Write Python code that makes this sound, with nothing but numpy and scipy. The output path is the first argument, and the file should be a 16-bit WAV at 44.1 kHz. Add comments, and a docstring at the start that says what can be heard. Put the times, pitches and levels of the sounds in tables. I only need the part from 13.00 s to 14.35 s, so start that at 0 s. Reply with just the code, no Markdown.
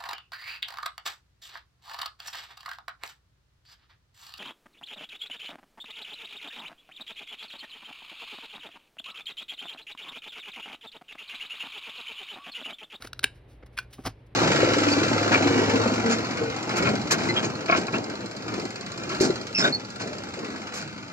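"""In a quiet room, close to the microphone, a utility knife cuts the tape seal of a small cardboard box.
The blade drags, ticks through the tape and breaks free with a snap. The knife is laid on the table with a
double clack; the box is shifted, scuffs over the table top and settles with a soft thud. Impacts excite
the damped modes of card, handle and table; friction is a stream of tiny random slips. The room adds
faint reverberation, ventilation rumble and mains hum."""
import sys
import numpy as np
from scipy import signal
from scipy.fft import rfft, irfft
from scipy.io import wavfile

SR = 44100
rng = np.random.default_rng(int(sys.argv[2]) if len(sys.argv) > 2 else 0)


def to_wav(s):
    """Save 16-bit WAV."""
    ch = np.atleast_2d(s).T  # columns
    pcm = np.round(np.clip(ch, -1, 1) * 32767)  # PCM
    wavfile.write(sys.argv[1], SR, pcm.astype(np.int16))


N = 59535
T = np.arange(N) / SR
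FREQS = np.arange(N + 1) * SR / (2 * N)


def from_db(db):
    """The decibel scale: 20 dB is a factor of ten in amplitude."""
    return 10 ** (np.asarray(db) / 20)


def coloured(x, colour):
    """Spectral shaping: noise is filtered to the given colour, then scaled to unit rms."""
    hz, db = np.transpose(colour)
    gain = from_db(np.interp(np.log(FREQS + 1), np.log(hz), db))
    shaped = irfft(rfft(x, 2 * N) * gain)[..., :N]
    return shaped / np.sqrt(np.mean(shaped ** 2))


def envelope(start, hold, attack, release):
    """Exponential decay: after a linear rise, it sets in at start + hold with time constant release."""
    return np.clip((T - start) / attack, 0, 1) * np.exp(-np.maximum(T - start - hold, 0) / release)


def rubbed(strokes, colour, per_s, spread_db):
    """Stick-slip friction: tiny random slips swell and fade with the pressure of each stroke."""
    pressure = sum(from_db(db) * envelope(start, length, 0.45 * length, release)
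                   for start, length, db, release in strokes)
    sizes = from_db(spread_db * np.minimum(rng.exponential(1, N), 4))
    slips = (rng.random(N) < per_s / SR) * sizes * rng.choice([-1, 1], N)
    return pressure * coloured(slips, colour)


def struck(hits, modes, rise_s, uneven_db):
    """Modal superposition: each hit rings all modes, which swell as bending waves cross the body."""
    hz, db, t60 = np.transpose(modes)[:, :, None]
    travel_s = 0.0011 * np.sqrt(1000 / hz)  # dispersion: higher bending waves arrive sooner
    t = np.maximum(T[:SR // 5] - travel_s, 0)
    rings = np.sin(2 * np.pi * hz * t) * from_db(db - 60 * t / t60) * (1 - np.exp(-t / rise_s))
    octaves = np.log2(hz) - np.log2(hz).mean()
    out = np.zeros(2 * N)
    for start, level_db, tilt_db in hits:
        i = max(int(start * SR), 0)
        gains = from_db(level_db + tilt_db * octaves + uneven_db * rng.standard_normal(hz.shape))
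        out[i:i + t.shape[1]] += (rings * gains).sum(0)
    return out[:N]


def crack(hits, level_db, hold_s, attack_s, release_s):
    """Contact noise: a brief broadband crunch accompanies each hit."""
    # spectrum of the crunch: f/Hz, level/dB
    colour = [(300, -16.5), (750, -12), (1400, -8), (2400, -0.5), (4000, -5), (6000, -5.5), (7500, -9.5),
              (10000, -10.5), (13000, -16), (15500, -18.5)]
    bursts = sum(from_db(db + level_db) * envelope(start, hold_s, attack_s, release_s)
                 for start, db, _ in hits)
    return bursts * coloured(rng.standard_normal(N), colour)


def diffuse(mid, side):
    """Diffuse-field coherence: the two microphone ports agree in the bass and differ in the treble."""
    corner_hz = 450
    side = irfft(rfft(side, 2 * N) * FREQS ** 2 / np.hypot(FREQS ** 2, corner_hz ** 2))[:N]
    return mid + side * [[1], [-1]]


def background():
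    """Ambient noise: a diffuse field of ventilation rumble, with a faint pure tone of mains hum."""
    # spectrum of the rumble: f/Hz, level/dB
    colour = [(20, -25.5), (32, -18), (42, -5.5), (52, 5), (72, -6), (105, -5.5), (140, -11), (190, -17.5),
              (350, -17), (600, -22.5), (1200, -33), (2300, -33.5), (4000, -44), (7000, -66),
              (11000, -57.5), (16000, -75.5)]
    mid, side = from_db(-52) * coloured(rng.standard_normal((2, N)), colour)
    hum = from_db(-56.5) * np.sqrt(2) * np.sin(2 * np.pi * 120.2 * T)
    return diffuse(mid, from_db(-5) * side) + hum


def blade_drag():
    """Sliding friction: blade and fingers drag over the card in fine slips."""
    # strokes: t/s, length/s, level/dB, release/s
    slides = [(0, 0.05, -48.5, .01), (.044, 0.0091, -50, 0.0018), (0.153, .035, -67.5, 0.012),
              (.229, 0.006, -33.5, 0.0014), (0.337, .04, -66.5, 0.012), (.659, 0.0083, -57.5, 0.0064),
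              (.72, .03, -67.5, 0.03), (.769, 0.008, -44.5, 0.0038), (0.824, .008, -59, 0.011),
              (1.035, 0.013, -51.5, .004)]
    # spectrum of the drag: f/Hz, level/dB
    colour = [(200, -13.5), (800, 1.5), (1600, 7.5), (3500, -1.5), (5500, -3), (7500, -11.5), (10000, -6.5),
              (13000, -11), (15500, -17)]
    return rubbed(slides, colour, per_s=2900, spread_db=1)


def finger_grips():
    """Dry friction: gripping fingers draw soft, dull rubs from the card."""
    # rubs: t/s, length/s, level/dB, release/s
    grips = [(0, 0.0097, -54, 0.014), (.0455, .006, -36, .003), (.623, 0.013, -45.5, 0.0029),
             (.979, 0.03, -51.5, 0.0047), (1.315, .015, -62, 0.0068)]
    # spectrum of a rub: f/Hz, level/dB
    colour = [(120, -11.5), (220, -2.5), (450, 8), (750, -10.5), (1100, -6), (1700, -9.5), (2800, -19),
              (5000, -29.5), (10000, -52), (15500, -51)]
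    return rubbed(grips, colour, per_s=11000, spread_db=2.5)


def tape_ticks():
    """Impulse excitation: tape and card give way in small ticks, each ringing the carton."""
    # ticks: t/s, level/dB, tilt/(dB per octave)
    ticks = [(.0218, -0.5, 1.5), (.0468, -17, 1), (.0718, -5, 0), (.1308, 1.5, -0.5), (.1919, 3.5, 0.5),
             (.661, -25.5, 11), (1.0605, 0.5, 6), (1.0688, 0, 8), (1.0738, -13, -2)]
    # modes of the carton: f/Hz, level/dB, T60/s
    modes = [(1430, -23, 0.0099), (2630, -32.5, 0.0064), (3920, -21, 0.0069), (4640, -36, 0.016),
             (5600, -30.5, .009), (6500, -34.5, 0.0022), (9390, -40.5, .009), (10400, -47, .009),
             (12200, -42, .007), (15000, -45, .007)]
    ring = struck(ticks, modes, rise_s=0.00082, uneven_db=1)
    return ring + crack(ticks, level_db=-43.5, hold_s=0.004, attack_s=0.001, release_s=0.0015)


def box_knocks():
    """Resonance of a hollow body: soft knocks excite the low modes of the box."""
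    # knocks: t/s, level/dB, tilt/(dB per octave)
    bumps = [(.046, -14, -7), (.2378, 3.5, -2), (.626, -16, -2), (.982, -12.5, 5), (.9885, -5, -12),
             (1.051, 3, 7.5), (1.0675, 7, -5), (1.074, -3, -2), (1.323, -30, 0)]
    # modes of the box: f/Hz, level/dB, T60/s
    modes = [(265.5, -35.5, .042), (385, -34, 0.032), (510, -35, .025), (760.3, -39.5, 0.064),
             (1156, -39, 0.041)]
    return struck(bumps, modes, rise_s=0.00075, uneven_db=1.5)


def card_hisses():
    """Friction noise: blade and skin slide over the card, dense slips merging into a bright hiss."""
    # strokes: t/s, length/s, level/dB, release/s
    strokes = [(.054, .026, -52, 0.0043), (.475, 0.056, -67.5, .025), (.9, .02, -65, 0.011),
               (.926, 0.014, -48, 0.012), (.96, 0.069, -64.5, 0.025), (1.258, 0.014, -70.5, 0.0056)]
    # spectrum of the hiss: f/Hz, level/dB
    colour = [(300, -11.5), (1200, -7.5), (3000, -0.5), (5500, -2.5), (7500, -9.5), (10000, -7),
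              (13000, -10), (15500, -13.5)]
    return rubbed(strokes, colour, per_s=12000, spread_db=2.5)


def flap_snap():
    """Release of elastic energy: the blade breaks free and the flap springs and rings."""
    # snaps: t/s, level/dB, tilt/(dB per octave)
    snaps = [(.2352, -18.5, -3.5), (.2396, -11.5, 1), (.2408, 3, 0.5)]
    # modes of the flap: f/Hz, level/dB, T60/s
    modes = [(410, -32, 0.035), (626, -33.5, .012), (1614, -15, 0.017), (2375, -13, 0.015),
             (2600, -13, 0.013), (3100, -19, .012), (3763, -11.5, 0.016), (4810, -24.5, .008),
             (5460, -18, 0.0096), (7060, -22.5, .007), (9570, -12, 0.0072), (10900, -20.5, 0.006),
             (12700, -21.5, 0.006), (14500, -29, .008)]
    ring = struck(snaps, modes, rise_s=0.0005, uneven_db=0.5)
    return ring + crack(snaps, level_db=-20, hold_s=0.0015, attack_s=0.00021, release_s=0.0025)


def knife_clacks():
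    """Free vibration after impact: the handle lands on one end, then the other; loose parts buzz."""
    # landings on the table: t/s, level/dB, tilt/(dB per octave)
    clacks = [(.7754, -6, -4), (.7862, -1.5, 0.5)]
    # modes of the plastic handle: f/Hz, level/dB, T60/s
    modes = [(1046, -34.5, 0.031), (1516, -29, 0.032), (1596, -29.5, 0.021), (2230, -33, .022),
             (2426, -31.5, 0.086), (2732, -23, 0.033), (3395, -27, 0.017), (4217, -31, 0.025),
             (4650, -28.5, 0.016), (5450, -34, .011), (9000, -62, 0.015), (10600, -53, 0.016),
             (14500, -58, .012)]
    ring = struck(clacks, modes, rise_s=0.0006, uneven_db=5)
    return ring + crack(clacks, level_db=-33.5, hold_s=0.00092, attack_s=0.00074, release_s=0.0076)


def box_scuffs():
    """Stick-slip friction: the box scuffs grittily over the table."""
    # scuffs: t/s, length/s, level/dB, release/s
    scuffs = [(1.047, 0.015, -38, .004), (1.057, 0.011, -32, .004), (1.0674, 0.012, -34, .003),
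              (1.082, 0.017, -50, .01), (1.17, 0.045, -79, .02)]
    # spectrum of a scuff: f/Hz, level/dB
    colour = [(120, -2), (300, 0), (600, -1), (1100, -1.5), (2200, -6.5), (4000, -9), (5500, -6.5),
              (7000, -16.5), (10000, -17), (13000, -23), (15500, -29)]
    return rubbed(scuffs, colour, per_s=3300, spread_db=-0.5)


def table_thud():
    """Plate vibration: the weight of the box comes down and excites the table top's low modes."""
    # landings: t/s, level/dB, tilt/(dB per octave)
    thuds = [(1.049, -15, -5), (1.066, -3.5, 7.5)]
    # modes of the table top: f/Hz, level/dB, T60/s
    modes = [(107, -22, 0.12), (157, -36, 0.078)]
    return struck(thuds, modes, rise_s=0.0017, uneven_db=1.5)


def room(x):
    """Reverberation by convolution: near surfaces answer quickly, the walls later and more faintly."""
    # reflected sound: delay/s, level/dB, T60/s, low-pass f/Hz
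    reflections = [(.008, -20, 0.12, 5970), (.02, -34, .42, 5875)]
    response = 0
    for delay, db, t60, edge_hz in reflections:
        lowpass = signal.butter(1, edge_hz, fs=SR, output="sos")
        tail = signal.sosfilt(lowpass, rng.standard_normal((2, N)))
        tail *= envelope(delay, hold=0, attack=0.0037, release=t60 / np.log(1000))
        low_band_gain = np.abs(rfft(tail))[:, :N // 10].mean()
        response = response + from_db(db) * tail / low_band_gain
    mid, side = irfft(rfft(x, 2 * N) * rfft(response, 2 * N))[:, :N]
    return diffuse(mid, from_db(-9.5) * side)


def ports(x):
    """Phase difference: sound reaches the two microphone ports out of step, most of all in the treble."""
    # lead of the left port: f/Hz, phase/rad
    port_phase = [(0, 0), (600, -.5), (1600, -.2), (2500, .65), (3300, .3), (4400, .95), (5100, .25),
                  (6000, 1.7), (7100, 3.1), (8500, 4.4), (10400, 6.2), (12000, 8), (13500, 9.4),
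                  (16000, 12.3)]
    lead = np.interp(FREQS, *np.transpose(port_phase))
    return irfft(rfft(x, 2 * N) * np.exp(0.5j * lead * np.array([[1], [-1]])))[:, :N]


def scene():
    """Superposition: the direct sound of knife and box, its reverberation and the background add."""
    impacts = tape_ticks() + flap_snap() + knife_clacks() + box_knocks() + table_thud()
    friction = box_scuffs() + blade_drag() + finger_grips() + card_hisses()
    direct = impacts + friction
    return ports(direct + room(direct)) + background()


def record(dry):
    """Band limiting: a steep low-pass filter removes the highest treble."""
    cutoff_hz = 15800
    return signal.sosfilt(signal.ellip(10, 0.1, 80, cutoff_hz, fs=SR, output="sos"), dry)


dry = scene()
out = record(dry)
to_wav(out)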